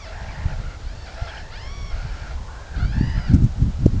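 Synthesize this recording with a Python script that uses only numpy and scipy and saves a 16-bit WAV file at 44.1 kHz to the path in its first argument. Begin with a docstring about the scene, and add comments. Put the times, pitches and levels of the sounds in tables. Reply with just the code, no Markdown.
"""At a sandy burrow, young meerkats whine, growl and peep over one another.
Each whine or growl is an arch of pitch with a fast, hoarse quaver, shaped by throat and mouth.
Wind buffets the microphone, in single puffs at first, then in a strong gust that ends with a thump.
A soft outdoor hiss lies under it all."""
import sys
import numpy as np
from scipy import signal
from scipy.fft import rfft, irfft, next_fast_len
from scipy.io import wavfile
from scipy.ndimage import map_coordinates

SR = 44100
rng = np.random.default_rng(int(sys.argv[2]) if len(sys.argv) > 2 else 0)


def generate_wav(signal):
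    """Clip the signal to [-1, 1] and save it as 16-bit WAV at the path in sys.argv[1]."""
    frames = np.transpose(np.atleast_2d(signal))
    scaled = np.clip(frames, -1, 1) * 32767
    pcm = np.round(scaled).astype(np.int16)
    wavfile.write(sys.argv[1], SR, pcm)


N = 176400  # 4 seconds
RASP_PER_S = 480  # how fast a voice's roughness changes


def amp(db):
    """Turn decibels into a number to multiply by."""
    return 10 ** (np.asarray(db) / 20)


def along(points, hz):
    """Read between (frequency_hz, value) points, with octaves evenly spaced."""
    point_hz, values = np.transpose(points)
    return np.interp(np.log(hz + 1), np.log(point_hz + 1), values)


def wobble(rate, n):
    """A smooth random curve, n samples long, through rate random values a second."""
    return map_coordinates(rng.standard_normal(1024), [np.arange(n) * rate / SR], mode="wrap")


def filtered(x, tone):
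    """Turn each frequency up or down along a curve of (frequency_hz, gain_db) points."""
    size = next_fast_len(N + SR // 2)
    gain = amp(along(tone, np.fft.rfftfreq(size, 1 / SR)))
    return irfft(rfft(x, size) * gain, size)[:N]


def noise(tone):
    """Noise shaped by a tone curve, at an average strength (rms) of 1."""
    shaped = filtered(rng.standard_normal(N), tone)
    return shaped / np.sqrt(np.mean(shaped ** 2) + 1e-20)


def add(track, start_s, sound):
    """Mix a sound into the track at start_s."""
    part = track[max(0, round(start_s * SR)):][:len(sound)]
    part += sound[:len(part)]


def voice(arch_hz, level_db, throat, quaver, rasp, mouth_db, bright_db=0, lowest_db=0):
    """A fast tremor shakes pitch and level; harmonics (multiples of the pitch) pass throat and mouth."""
    n = len(arch_hz)
    tremor_hz = 62 * (1 + 0.15 * wobble(62, n))
    tremor = np.sqrt(2) * np.sin(2 * np.pi * np.cumsum(tremor_hz) / SR)
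    jitter = 0.5 * wobble(220, n)
    pitch_hz = arch_hz * (1 + quaver * (tremor + jitter))
    phase = 2 * np.pi * np.cumsum(pitch_hz) / SR
    mouth_hz, mouth_width_hz = 2610 + 2.47 * arch_hz, 610  # the mouth rings higher as the pitch rises
    out = np.zeros(n)
    for k in range(1, 11):
        mouth = amp(mouth_db) * np.exp(-((k * arch_hz - mouth_hz) / mouth_width_hz) ** 2)
        tilt_db = lowest_db if k == 1 else bright_db * np.log2(k / 2)
        gain = (amp(along(throat, k * pitch_hz)) + mouth) * amp(tilt_db)
        clean_share = np.exp(-rasp * k)  # higher harmonics are raspier
        smooth = np.sin(k * phase)
        hoarse = wobble(RASP_PER_S, n) * smooth + wobble(RASP_PER_S, n) * np.cos(k * phase)
        out += gain * (np.sqrt(2 * clean_share) * smooth + np.sqrt(1 - clean_share) * hoarse)
    return out * amp(level_db + tremor)


def whines():
    """Clear, bright calls that glide in pitch and drop at the end."""
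    # The path of each whine, as points: time_s, pitch_hz, level_db
    curves = [
        [(0, 1191, -50), (.036, 1114, -47.5), (.06, 907, -49), (.1, 640, -56)],
        [(.79, 602, -65), (.89, 775, -55.5), (.96, 911, -58), (1.05, 890, -52), (1.1, 620, -60)],
        [(1.505, 620, -63), (1.525, 669.5, -49.5), (1.56, 774, -48), (1.62, 1024, -48.5), (1.74, 1134, -49.5),
         (1.91, 1089, -49.5), (1.93, 1000, -57)],
        [(2.76, 593, -52), (2.81, 704, -51), (2.97, 871, -53), (3.04, 954, -48.5), (3.19, 1005, -50),
         (3.27, 959, -48), (3.32, 704, -52.5)],
    ]
    # How the throat colours a whine: frequency_hz, gain_db
    throat = [(1000, -6.5), (1400, 3), (1900, -1.5), (2300, -0.5), (2600, -6), (3300, -3.5), (3900, -13),
              (4600, -8), (6000, -26), (9000, -48)]
    out = np.zeros(N)
    for curve in curves:
        time_s, pitch_hz, level_db = np.transpose(curve)
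        t = np.arange(time_s[0], time_s[-1], 1 / SR)
        arch_hz = np.interp(t, time_s, pitch_hz)
        swell_db = np.interp(t, time_s, level_db)
        add(out, time_s[0], voice(arch_hz, swell_db, throat, quaver=0.015, rasp=0.023, mouth_db=-4.5))
    return out


def growls():
    """Lower, hoarse calls: the pitch settles, then sags at the end."""
    # One growl a row: start_s, length_s, start_hz, settled_hz, level_db, quaver (share of the pitch),
    # bright_db (per octave), lowest_db (gain of the lowest harmonic)
    calls = [ (0.043, 0.099, 626, 656, -49.5, 0.038, 0, 1), (0.109, 0.44, 780, 912, -44.5, 0.073, -5, 1),
             (0.189, 0.45, 700, 744, -54, 0.09, 1, 4), (0.619, 0.15, 659, 699, -50, 0.032, -2, -13),
             (1.05, 0.38, 700, 847, -50, 0.061, 2.5, 2.5), (1.16, 0.15, 640, 691.6, -49, 0.026, -0.5, 2.5),
             (1.264, .155, 742, 817, -42, 0.0536, -5.5, -6), (1.403, 0.29, 850, 921, -50, .03, -4, -2),
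             (1.9, .46, 700, 860.6, -52, 0.066, 1.5, 2), (1.901, 0.44, 700, 740.3, -49, 0.057, -2, -10),
             (2.358, 0.29, 896, 1012, -64.5, 0.077, -19, 18),
             (2.47, .29, 700, 801, -50.5, 0.028, -17, -6.5), (2.726, .145, 804, 714, -44, 0.035, -13, -9),
             (2.91, 0.3, 790, 925, -42.5, 0.046, -7.5, -5), (3.149, .23, 620, 763, -47.5, 0.045, -4.5, -3),
             ]
    # How the throat colours a growl: frequency_hz, gain_db
    throat = [(550, 7), (900, -2), (1150, -4), (1380, 2.5), (1800, -1.5), (2300, -4), (2700, -7.5),
              (3200, -10.5), (3900, -19), (5500, -17), (9000, -37.5)]
    fade_in_s, fade_out_s = 0.018, 0.021
    out = np.zeros(N)
    for start_s, length_s, start_hz, settled_hz, level_db, quaver, bright_db, lowest_db in calls:
        t = np.arange(0, length_s, 1 / SR)
        progress = t / length_s
        sag = 0.5 * length_s * progress ** 8  # longer growls sag further
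        arch_hz = settled_hz * (1 - sag) + (start_hz - settled_hz) * (1 - progress) ** 3
        fade = np.clip(np.minimum(t / fade_in_s, (length_s - t) / fade_out_s), 0, 1)
        call = voice(arch_hz, level_db, throat, quaver, rasp=7.7 * quaver, mouth_db=-10.5,
                     bright_db=bright_db, lowest_db=lowest_db)
        add(out, start_s, fade * call)
    return out


def ground_echo(calls):
    """Sand and low bushes scatter the calls into a very short echo."""
    t = np.arange(SR // 4) / SR
    tail = rng.standard_normal(len(t)) * amp(-60 * t / 0.17)  # falls 60 dB in 0.17 s
    return signal.fftconvolve(calls, tail / np.linalg.norm(tail))[:N]


def hiss():
    """A soft, steady outdoor hiss."""
    # The tone of the hiss: frequency_hz, gain_db
    tone = [(390, -2.5), (580, -0.5), (800, -2.5), (1100, -7.5), (1400, -6), (2400, -13.5), (4800, -14),
            (7100, -17.5), (8500, -31.5), (10100, -30.5)]
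    return amp(-45) * noise(tone)


def wind():
    """Gusts swell over a breeze; stronger wind adds smaller swirls of air, which rumble higher."""
    # Swells of wind: peak_s, half_length_s, level_db
    gusts = [(0.264, 0.049, -28.5), (0.483, 0.11, -28), (0.643, 0.073, -32), (0.935, 0.021, -34),
             (1.866, 0.2, -33), (2.22, 0.27, -33), (2.851, 0.069, -21.5), (3.042, 0.052, -15.5),
             (3.176, 0.055, -22.5), (3.343, 0.041, -10.5), (3.451, 0.039, -13.5), (3.645, 0.054, -15.5),
             (3.848, 0.042, -16), (3.959, 0.027, -15.5)]
    # Big, then small swirls: offset_db (at full gust), growth (dB per dB of wind),
    # tone as points of frequency_hz, gain_db
    swirls = [(-3, 0.76, [(10, -7), (30, 1.5), (70, 1), (120, -11), (170, -19.5), (450, -68)]),
              (-3, 1.61, [(50, -9), (110, 3.5), (160, -0.5), (310, -16.5), (400, -28), (1500, -82)])]
    breeze_db, full_gust_db = -38, -14.5
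    t = np.arange(N) / SR
    power = amp(breeze_db) ** 2
    for peak_s, half_length_s, level_db in gusts:
        power += amp(level_db) ** 2 * np.exp(-((t - peak_s) / half_length_s) ** 2)
    flutter_db = 1.5 * wobble(43, N)
    wind_db = 10 * np.log10(power) - full_gust_db + flutter_db
    return sum(amp(full_gust_db + offset_db + growth * wind_db) * noise(tone)
               for offset_db, growth, tone in swirls)


def peeps():
    """Short, thin, high calls: each is one sliding, trembling tone."""
    # One peep a row: start_s, length_s, start_hz, end_hz, level_db
    calls = [(0.276, 0.038, 2330, 2370, -42), (1.259, 0.073, 3600, 2990, -43),
             (1.367, 0.022, 3110, 2970, -40.5)]
    out = np.zeros(N)
    for start_s, length_s, start_hz, end_hz, level_db in calls:
        n = int(length_s * SR)
        pitch_hz = np.linspace(start_hz, end_hz, n) * (1 + 0.048 * wobble(RASP_PER_S, n))
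        tone = np.sin(2 * np.pi * np.cumsum(pitch_hz) / SR)
        add(out, start_s, amp(level_db) * np.sqrt(np.hanning(n)) * tone)
    return out


def puffs():
    """Each puff of air pushes, then pulls on the microphone; the last two make the thump."""
    # One puff a row: middle_s, width_s, peak_db
    pushes = [(0.461, 0.0026, -11.5), (0.87, 0.0042, -21.5), (1.225, 0.0027, -15.5), (1.941, 0.0055, -16),
              (2.053, 0.0023, -18), (2.359, 0.0043, -22), (2.854, 0.0034, -13.5), (3.012, 0.0011, -6.5),
              (3.424, 0.0013, -6), (3.8616, 0.0013, 0), (3.8647, 0.00064, -5)]
    t = np.arange(N) / SR
    out = np.zeros(N)
    for middle_s, width_s, peak_db in pushes:
        offset = (t - middle_s) / width_s
        out -= amp(peak_db) * offset * np.exp((1 - offset ** 2) / 2)
    return out


def crackle(air):
    """The hardest pushes of air crackle faintly, and one small tick sounds during the strong gust."""
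    # The tone of crackle and tick: frequency_hz, gain_db
    tone = [(1000, -8), (7000, -2.5), (9000, -19)]
    tick_s, tick_width_s = 3.1, 0.003
    t = np.arange(N) / SR
    tick = amp(-47) * np.exp(-((t - tick_s) / tick_width_s) ** 2) * noise(tone)
    return amp(-34) * air * np.abs(air) * noise(tone) + tick


def scene():
    """Calls, wind and hiss meet at one microphone."""
    calls = whines() + growls() + peeps()
    echo = amp(-9) * ground_echo(calls)
    air = wind() + puffs()
    return (calls + echo + air + crackle(air) + hiss() * amp(-45) / amp(-45))[None]


def record(dry):
    """The camera rounds off the highest peaks and keeps little of the highest treble."""
    # The camera's treble cut: frequency_hz, gain_db
    treble_cut = [(9000, 0), (9800, -23), (15400, -23), (15800, -80)]
    rounded = dry[0] / (1 + dry[0] ** 8) ** (1 / 8)
    return filtered(rounded, treble_cut)[None]


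dry = scene()
out = record(dry)
generate_wav(out)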